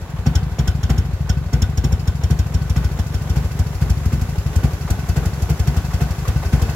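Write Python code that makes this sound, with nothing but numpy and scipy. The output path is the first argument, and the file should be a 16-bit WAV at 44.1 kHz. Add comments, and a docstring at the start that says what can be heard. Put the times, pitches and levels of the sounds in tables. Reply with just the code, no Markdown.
"""V-twin motorcycle at idle

A big V-twin lopes on a paved yard while we walk from its tailpipes towards the engine.
Each cylinder either fires (a boom in its pipe, a bark, a hissing, whistling jet of gas) or skips
(a soft suck). Valve gear clatters in step, cooling fins ping, and a garage wall answers faintly."""
import sys
import numpy as np
from scipy import signal
from scipy.fft import rfft, irfft, next_fast_len
from scipy.io import wavfile
from scipy.ndimage import map_coordinates

SR = 44100
rng = np.random.default_rng(int(sys.argv[2]) if len(sys.argv) > 2 else 0)


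def master_out(mix):
    """Clip the mix to full scale and print it as 16-bit PCM to the path in sys.argv[1]."""
    frames = np.transpose(np.atleast_2d(mix))
    ceiling = np.clip(frames, -1, 1)
    pcm = np.round(ceiling * 32767).astype(np.int16)
    wavfile.write(sys.argv[1], SR, pcm)


N = 297675

# base idle, drifting and sagging late on; the flywheel's surge adds to it (time [s], speed [rpm])
BASE_IDLE = [(0, 779.1), (1.74, 801.1), (2.19, 743.8), (2.72, 788), (3.64, 809.6), (4.16, 718.3),
             (4.65, 718), (4.77, 760), (4.95, 679), (5.1, 718), (5.35, 718.5), (5.54, 608), (5.93, 674.2),
             (6.75, 770)]
# the rear cylinder skips, except for the strokes near these moments (time [s])
REAR_FIRES = [.27, .6, .91, 1.54, 1.85, 2.31, 2.77, 3.37, 3.82, 4.13, 4.65, 5.18, 5.5, 5.68, 6.02, 6.54]
# the front cylinder fires fully, except for these misfires (time [s], burn [share])
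FRONT_MISFIRES = [(.03, 0), (.18, 0), (.52, 0), (1.14, 0), (1.47, 0), (3.45, .6), (3.75, .6), (4.38, 0),
                  (4.74, 0), (6.1, 0), (6.46, .6)]
# balance of a firing along the walk (time [s], boom [dB], bark [dB], hiss [dB], whistle [dB])
EXHAUST_LEVELS = [(0, -5.5, -33, -47.5, -37), (.27, 1.1, -33.5, -46.5, -34.5),
                  (2.3, 0.3, -35.5, -44, -36.5), (3.2, 0.2, -33.5, -47.5, -40.5),
                  (4.1, -0.6, -37.5, -45.5, -49), (5.0, 0.5, -32.5, -40, -49),
                  (5.7, -0.5, -35.5, -42.5, -38), (6.75, 2, -31, -45, -47)]
# valve gear hits (position [share of a cycle], ticking [dB], clatter [dB])
VALVE_HITS = [(.0, 6.5, -20), (.17, -17, -58), (0.362, 1, -0.5), (0.508, 6.5, -15), (.67, -20, -28.5)]
# the engine grows as it comes nearer (time [s], clatter [dB], ticking [dB])
ENGINE_LEVELS = [(0.0, -38.5, -53.5), (0.56, -38.5, -52.5), (1.49, -39.5, -53.5), (3.16, -37, -48),
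                 (6.37, -35, -45), (6.75, -33.5, -44.5)]
# the whistle fades as we leave the tailpipe's axis (time [s], level [dB])
WHISTLE_BEAM = [(0, 0), (1.5, 1), (3, -3), (4.5, -8), (6.75, -8)]
# tones of the jet at the tailpipe (pitch [Hz], level [dB], decay [s])
WHISTLE_TONES = [(5350, -6, .008), (5580, -1, .005), (6700, -2, .004), (7300, -12, .005)]
# stray rocker taps (time [s], level [dB])
ROCKER_TAPS = [(4.5336, -38), (4.8738, -26.5), (5.2244, -26), (5.907, -26), (6.2495, -22), (6.4213, -27),
               (6.5914, -25)]

# ringing metal parts (frequency [Hz], width [Hz], level [dB])
CASTING_MODES = [(734, 49, 6), (960, 28, -3.5), (1489, 44, 6.5), (2040, 45, -2.5), (2617, 130, -4.5),
                 (4456, 88, -3), (4960, 87, -6.5), (7550, 750, -20)]
FIN_MODES = [(2615, 40, 3.5), (3055, 67, -5), (4520, 58, 1.5), (5040, 59, -6), (5220, 70, -1),
             (7110, 90, -6)]
PIPE_WALL_MODES = [(1484, 60, -3), (3080, 94, -9.5), (3606, 110, -11.5)]
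ROCKER_BOX_MODES = [(1010, 260, -1.5), (1190, 210, 1), (2000, 220, -10)]
# resonances of the gas in the exhaust (frequency [Hz], width [Hz], level [dB])
REAR_PIPE_MODES = [(77.7, 48.5, 45), (56, 13.4, 47), (140.4, 28, 48), (168.9, 4.7, 45.5), (200, 79, 25.5)]
FRONT_PIPE_MODES = [(61.7, 12.5, 47), (104.2, 11.5, 48), (82.6, 62, 48.53), (216, 21, 31), (303, 140, 39.6)]
MUFFLER_MODES = [(75.7, 27.4, 3.5), (137, 25, -4), (170.6, 9.8, 5.5), (250, 28, -11.5)]
TAILPIPE_MODES = [(1500, 140, -1), (3300, 320, 1.5), (5440, 210, 4.5), (6900, 740, -8.5), (8300, 290, -19)]
# noise colours of the valve gear and the firings (frequency [Hz], level [dB])
CLATTER_EQ = [(100, -27), (240, 0), (285, -0.5), (380, 3.5), (520, 1.5), (600, -1), (780, -1), (1150, -2),
              (1300, -5), (1800, -7), (2700, -13.5), (4000, -14), (8000, -85)]
TICKING_EQ = [(800, -50), (2000, 5.5), (3000, 0), (3800, -1.5), (5500, 7.5), (7500, 5.5), (8700, -4.5),
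              (10000, 0.5), (11800, 3), (13500, -1.5), (16000, -2.5)]
BARK_EQ = [(120, -57), (235, 13.5), (285, -1.5), (340, 4), (500, -0.5), (600, -9.5), (730, 1), (900, -9.5),
           (1500, -11.5), (2500, -14), (5000, -29)]
HISS_EQ = [(500, -34), (1000, -16), (2000, -6), (3200, 6), (4200, 5.5), (6000, 13.5), (7800, 12.5),
           (8800, 1.5), (11500, 11), (13500, 5), (16000, -1)]

# stereo width of the noise (frequency [Hz], left-right correlation [-1 to 1])
STEREO_LIKENESS = [(150, 0.98), (350, 0.98), (700, 0.87), (1400, 0.53), (2800, 0.028), (6000, -0.2),
                   (12000, -0.018)]
# stereo balance (frequency [Hz], left over right [dB])
BALANCE = [(40, 2.3), (90, 1.8), (180, .8), (350, .2), (1400, .6), (2800, -.5), (5600, -2.2), (11000, -1.1)]
# the bass reaches the two sides out of step (frequency [Hz], left lead [rad])
BASS_PHASE = [(40, 0.39), (80, 0.3), (140, .12), (400, .05)]

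FIRST_STROKE_S, REAR_LAG = .0224, .4486  # the rear follows the front by this share of a cycle
# flywheel: kick per unit of burn, the burn that balances the drag, share of surge left a stroke later
KICK_RPM, DRAG_BURN, SURGE_KEPT = 80.8, .6, .7227
# trims on a firing (boom [dB], bark [dB], hiss [dB], whistle [dB])
FRESH_DB = (1.4, 3.3, 4.5, 4.65)  # after a misfire the front has a fresher charge and hits harder
REAR_DB = (0.5, 2.5, 0.5, -0.5)
SCATTER_DB = (0.69, 0.9, .8, 1)
NOISE_POWER = 2.8  # bark and jet grow as this power of the burn
FRONT_SUCK, REAR_SUCK, SUCK_SCATTER_DB = 0.45, 0.42, 2.5  # a skip draws back this share of a push
LOW_CUT_HZ, HIGH_CUT_HZ = 41, 15850


def amp(db):
    """Decibels to gain."""
    return 10 ** (np.asarray(db) / 20)


def unit(x):
    """x at rms 1."""
    return x / np.sqrt(np.mean(x ** 2) + 1e-20)


def clock():
    """The time of every sample."""
    return np.arange(N) / SR


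def along(points, hz):
    """A (frequency [Hz], value) curve read on a log axis."""
    f, values = np.transpose(points)
    return np.interp(np.log(hz + 1), np.log(f + 1), values)


def filtered(x, response):
    """x through a complex frequency response."""
    size = next_fast_len(N + SR // 2)
    return irfft(rfft(x, size) * response(np.fft.rfftfreq(size, 1 / SR)), size)[..., :N]


def resonances(modes, f):
    """Causal response of a bank of resonators of alternating polarity."""
    return sum((-1) ** k * amp(db) * 1j * f * width / (hz * hz - f * f + 1j * f * width)
               for k, (hz, width, db) in enumerate(modes))


def noise(colour):
    """Coloured stereo noise of rms 1: narrow in the bass, wide in the treble."""
    size = next_fast_len(N)
    f = np.fft.rfftfreq(size, 1 / SR)
    alike = np.clip(along(STEREO_LIKENESS, f), -1, 1)
    white = rng.standard_normal((2, 2 * len(f))).view(complex)
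    mid, side = irfft(white * colour(f) * np.sqrt([1 + alike, 1 - alike]), size)[:, :N]
    return unit(np.array([mid + side, mid - side]))


def eq_noise(eq):
    """Stereo noise through an EQ curve."""
    return noise(lambda f: amp(along(eq, f)))


def ringing_noise(modes):
    """Stereo noise through a bank of resonators."""
    return noise(lambda f: resonances(modes, f))


def flutter(rate_hz, depth_db):
    """A gain of rms 1 that glides between random levels."""
    knots = rng.standard_normal(int(N * rate_hz / SR) + 4)
    return unit(amp(depth_db * map_coordinates(knots, [clock() * rate_hz], order=1)))


def impulses(times, sizes):
    """One impulse of the given size at each time."""
    index = np.round(times * SR).astype(int)
    inside = (index >= 0) & (index < N)
    return np.bincount(index[inside], sizes[inside], N)


def bursts(times, sizes, rise, fall, tail_db, tail):
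    """An envelope that swells to each size, then dies in a quick fall plus a tail (times in s)."""
    t = np.arange(SR // 4) / SR
    shape = (1 - np.exp(-(t / rise) ** 2)) * (np.exp(-t / fall) + amp(tail_db) * np.exp(-t / tail))
    power = signal.fftconvolve(impulses(times, sizes ** 2), (shape / shape.max()) ** 2)[:N]
    return np.sqrt(np.abs(power))


def strokes():
    """The lope: burns kick the flywheel, skips let it slow. Columns (time [s], is rear, burn [share])."""
    time, surge_rpm, rear, rows = FIRST_STROKE_S, 0, False, []
    while time < N / SR + .2:
        exceptions = [(when, 1) for when in REAR_FIRES] if rear else FRONT_MISFIRES
        usual_burn = 0 if rear else 1
        burn = next((share for when, share in exceptions if abs(when - time) < .06), usual_burn)
        rows.append((time, rear, burn))
        surge_rpm = SURGE_KEPT * surge_rpm + KICK_RPM * (burn - DRAG_BURN)
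        rpm = np.interp(time, *np.transpose(BASE_IDLE)) + surge_rpm
        cycle_s = 2 * 60 / rpm  # two turns of the crank
        time += cycle_s * (1 - REAR_LAG if rear else REAR_LAG)
        rear = not rear
    return [np.array(column) for column in zip(*rows)]


def firings():
    """The strokes that burn (time [s], is rear, push [gain], bark [dB], hiss [dB], whistle [dB])."""
    times, rear, burn = strokes()
    fresh = ~rear & (np.roll(burn, 2) < 1)
    times, rear, burn, fresh = (column[burn > 0] for column in (times, rear, burn, fresh))
    when, *levels = np.transpose(EXHAUST_LEVELS)
    db = np.transpose([np.interp(times, when, level) for level in levels])
    db = db + np.outer(fresh, FRESH_DB) + np.outer(rear, REAR_DB)
    db += rng.standard_normal(db.shape) * SCATTER_DB
    push = burn * amp(db[:, 0])
    bark_db, hiss_db, whistle_db = db[:, 1:].T + NOISE_POWER * 20 * np.log10(burn)
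    return times, rear, push, bark_db, hiss_db, whistle_db


def valve_gear():
    """Rockers and tappets rattle in every cycle over the whirr of chain and gears; the castings ring."""
    stroke_times, rear, _ = strokes()
    starts = stroke_times[rear]
    starts = np.r_[2 * starts[0] - starts[1], starts]  # already running as the scene opens
    cycle_s = np.diff(starts)
    position, tick_db, clack_db = np.transpose(VALVE_HITS)
    times = (starts[:-1, None] + cycle_s[:, None] * position).ravel()
    scatter = rng.standard_normal((len(cycle_s), len(position)))
    tick_sizes, clack_sizes = amp(tick_db + 1.3 * scatter).ravel(), amp(clack_db + 2 * scatter).ravel()
    ticks = bursts(times, tick_sizes, rise=.0039, fall=.014, tail_db=-33, tail=.047)
    clacks = bursts(times, clack_sizes, rise=.003, fall=.034, tail_db=-18, tail=.03)
    when, clatter_db, ticking_db = np.transpose(ENGINE_LEVELS)
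    near = amp(np.interp(clock(), when, clatter_db))
    bright = amp(np.interp(clock(), when, ticking_db))
    # the steady floor under the hits is the whirr
    clatter = near * np.hypot(clacks, amp(-1)) * eq_noise(CLATTER_EQ) * flutter(400, depth_db=2)
    ticking = bright * np.hypot(ticks, amp(1.5)) * eq_noise(TICKING_EQ) * flutter(1400, depth_db=.6)
    metal = ringing_noise(CASTING_MODES) * flutter(20, depth_db=2.5)
    # the metal rings hardest as the two exhaust valves lift, half a cycle apart
    lifts = np.r_[starts[:-1], starts[:-1] + .51 * cycle_s]
    strikes = bursts(lifts - .004, np.ones(len(lifts)), rise=.0031, fall=.0071, tail_db=-10.5, tail=.083)
    ring = near * (strikes + amp(-12)) * metal
    return amp(-.5) * clatter + amp(.4) * ticking + amp(-5) * ring


def fin_pings():
    """Each exhaust valve taps its cylinder head as it opens, and the cooling fins ping."""
    times = strokes()[0]
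    when, _, ticking_db = np.transpose(ENGINE_LEVELS)
    tap_db = np.interp(times, when, ticking_db) + 21.5 + 2.5 * rng.standard_normal(len(times))
    taps = bursts(times - .004, amp(tap_db), rise=.0028, fall=.0099, tail_db=-18, tail=.025)
    return filtered(taps * noise(np.ones_like), lambda f: resonances(FIN_MODES, f))


def pipe(times, pushes, modes, soft_hz, mouth_hz):
    """Rounded gas pulses ring a pipe, whose small mouth radiates little deep bass."""
    def response(f):
        s = 1j * f / mouth_hz
        mouth = s * s / (1 + np.sqrt(2) * s + s * s)
        return resonances(modes, f) * np.exp(-(f / soft_hz) ** 2) * mouth
    return filtered(impulses(times, pushes), response)


def booms(fires):
    """Each stroke pushes or sucks on its pipe; valve overlap adds a small gulp after each rear one."""
    times, is_rear, burn = strokes()
    suck = np.where(is_rear, REAR_SUCK, FRONT_SUCK)
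    suck *= amp(SUCK_SCATTER_DB * rng.standard_normal(len(times)))
    when, boom_db, *_ = np.transpose(EXHAUST_LEVELS)
    push = -suck * amp(np.interp(times, when, boom_db))
    push[burn > 0] = fires[2]  # firings push outwards
    rear = pipe(times[is_rear], push[is_rear], REAR_PIPE_MODES, soft_hz=175, mouth_hz=15)
    overlaps = times[is_rear] + .041 + .00254 * rng.standard_normal(is_rear.sum())
    gulp = pipe(overlaps, np.full(len(overlaps), -amp(-10.5)), REAR_PIPE_MODES, soft_hz=185, mouth_hz=43)
    front = pipe(times[~is_rear], push[~is_rear], FRONT_PIPE_MODES, soft_hz=156.4, mouth_hz=74.2)
    return amp(-1.05) * rear + gulp + amp(-1) * front


def combustion(fires):
    """A firing barks just before the boom and rings the castings; its gas churns on in the muffler."""
    times, rear, push, bark_db, _, _ = fires
    # the rear cylinder fires seldom, and then barks earlier and harder
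    hard = bursts(times[rear] - .016, amp(bark_db[rear] + 5.5),
                  rise=.0042, fall=.018, tail_db=-11, tail=.13)
    soft = bursts(times[~rear] - .013, amp(bark_db[~rear] + .5),
                  rise=.0022, fall=.0095, tail_db=2, tail=.062)
    blow = np.hypot(hard, soft)
    bark = amp(1.2) * blow * eq_noise(BARK_EQ) * flutter(300, depth_db=2)
    ring = amp(-10.5) * blow * ringing_noise(CASTING_MODES)
    swirl = bursts(times - .012, push, rise=.005, fall=.03, tail_db=-10, tail=.05) + amp(-9)
    churn = swirl * noise(lambda f: resonances(MUFFLER_MODES, f) * np.exp(-(f / 330) ** 2))
    return bark + ring + amp(-27) * churn


def gas_jets(fires):
    """The exhaust valve cracks open: a spit of hiss that rasps in the steel tailpipe and rings it."""
    times, *_, hiss_db, whistle_db = fires
    spit = bursts(times - .0095, amp(hiss_db + 8.5), rise=.0032, fall=.0075, tail_db=-24, tail=.025)
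    rasp = bursts(times - .008, amp(whistle_db + 2), rise=.0068, fall=.005, tail_db=-31, tail=.012)
    gas = (spit * eq_noise(HISS_EQ) + rasp * ringing_noise(TAILPIPE_MODES)) * flutter(900, depth_db=1.5)
    ring = bursts(times - .006, amp(whistle_db - 5), rise=.005, fall=.026, tail_db=-20, tail=.03)
    return gas + ring * ringing_noise(PIPE_WALL_MODES)


def jet_whistles(fires):
    """Each jet whistles for a few milliseconds, every time at slightly different pitches."""
    t = np.arange(SR // 10) / SR
    hz, tone_db, decay = np.transpose(WHISTLE_TONES)[:, :, None]
    shape = (1 - np.exp(-(t / .003) ** 2)) * np.exp(-t / decay)
    shape /= shape.max(axis=1, keepdims=True)
    out = np.zeros((2, N + SR))
    for time, *_, whistle_db in zip(*fires):
        detune, strength, bearing = rng.standard_normal((3, len(hz), 1))
        # turbulence makes the phase wander, so the tones stay breathy
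        wander = .06 * np.cumsum(rng.standard_normal(shape.shape), axis=1)
        phase = 2 * np.pi * hz * (1 + .012 * detune) * t + wander
        level = amp(whistle_db + 4 + tone_db + 1.5 * strength) * shape
        whistle = [np.sum(level * np.sin(phase + side * .5 * bearing), axis=0) for side in (1, -1)]
        start = round((time - .009) * SR)
        out[:, start:start + len(t)] += whistle
    return out[:, :N]


def rocker_taps():
    """Late in the walk, a rocker now and then taps softly in its box."""
    times, level_db = np.transpose(ROCKER_TAPS)
    taps = bursts(times, amp(level_db - 8), rise=.003, fall=.011, tail_db=-15, tail=.025)
    return taps * ringing_noise(ROCKER_BOX_MODES)


def yard_echo(x, t60):
    """A thin, short echo from the paving and the garage wall."""
    t = np.arange(SR // 2) / SR
    tail = rng.standard_normal((2, len(t))) * amp(-60 * t / t60) * (t > .012)
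    return signal.fftconvolve(x, tail / np.linalg.norm(tail[0]), axes=1)[:, :N]


def scene():
    """The mix: dry booms under a top layer with a touch of yard; bass leans left, hiss right."""
    fires = firings()
    beam = amp(np.interp(clock(), *np.transpose(WHISTLE_BEAM)))
    exhaust = combustion(fires) + gas_jets(fires) + beam * jet_whistles(fires)
    top = exhaust + valve_gear() + fin_pings() + rocker_taps()
    low = filtered(booms(fires), lambda f: np.exp(.5j * np.outer([1, -1], along(BASS_PHASE, f))))
    bike = low + top + amp(-15) * yard_echo(top, t60=.12)
    return filtered(bike, lambda f: amp(np.outer([1, -1], along(BALANCE, f)) / 2))


def record(dry):
    """Master EQ: rolls off the deepest bass and cuts the very top."""
    return filtered(dry, lambda f: (f < HIGH_CUT_HZ) * (1 - np.exp(-(f / LOW_CUT_HZ) ** 5)))


dry = scene()
out = record(dry)
master_out(out)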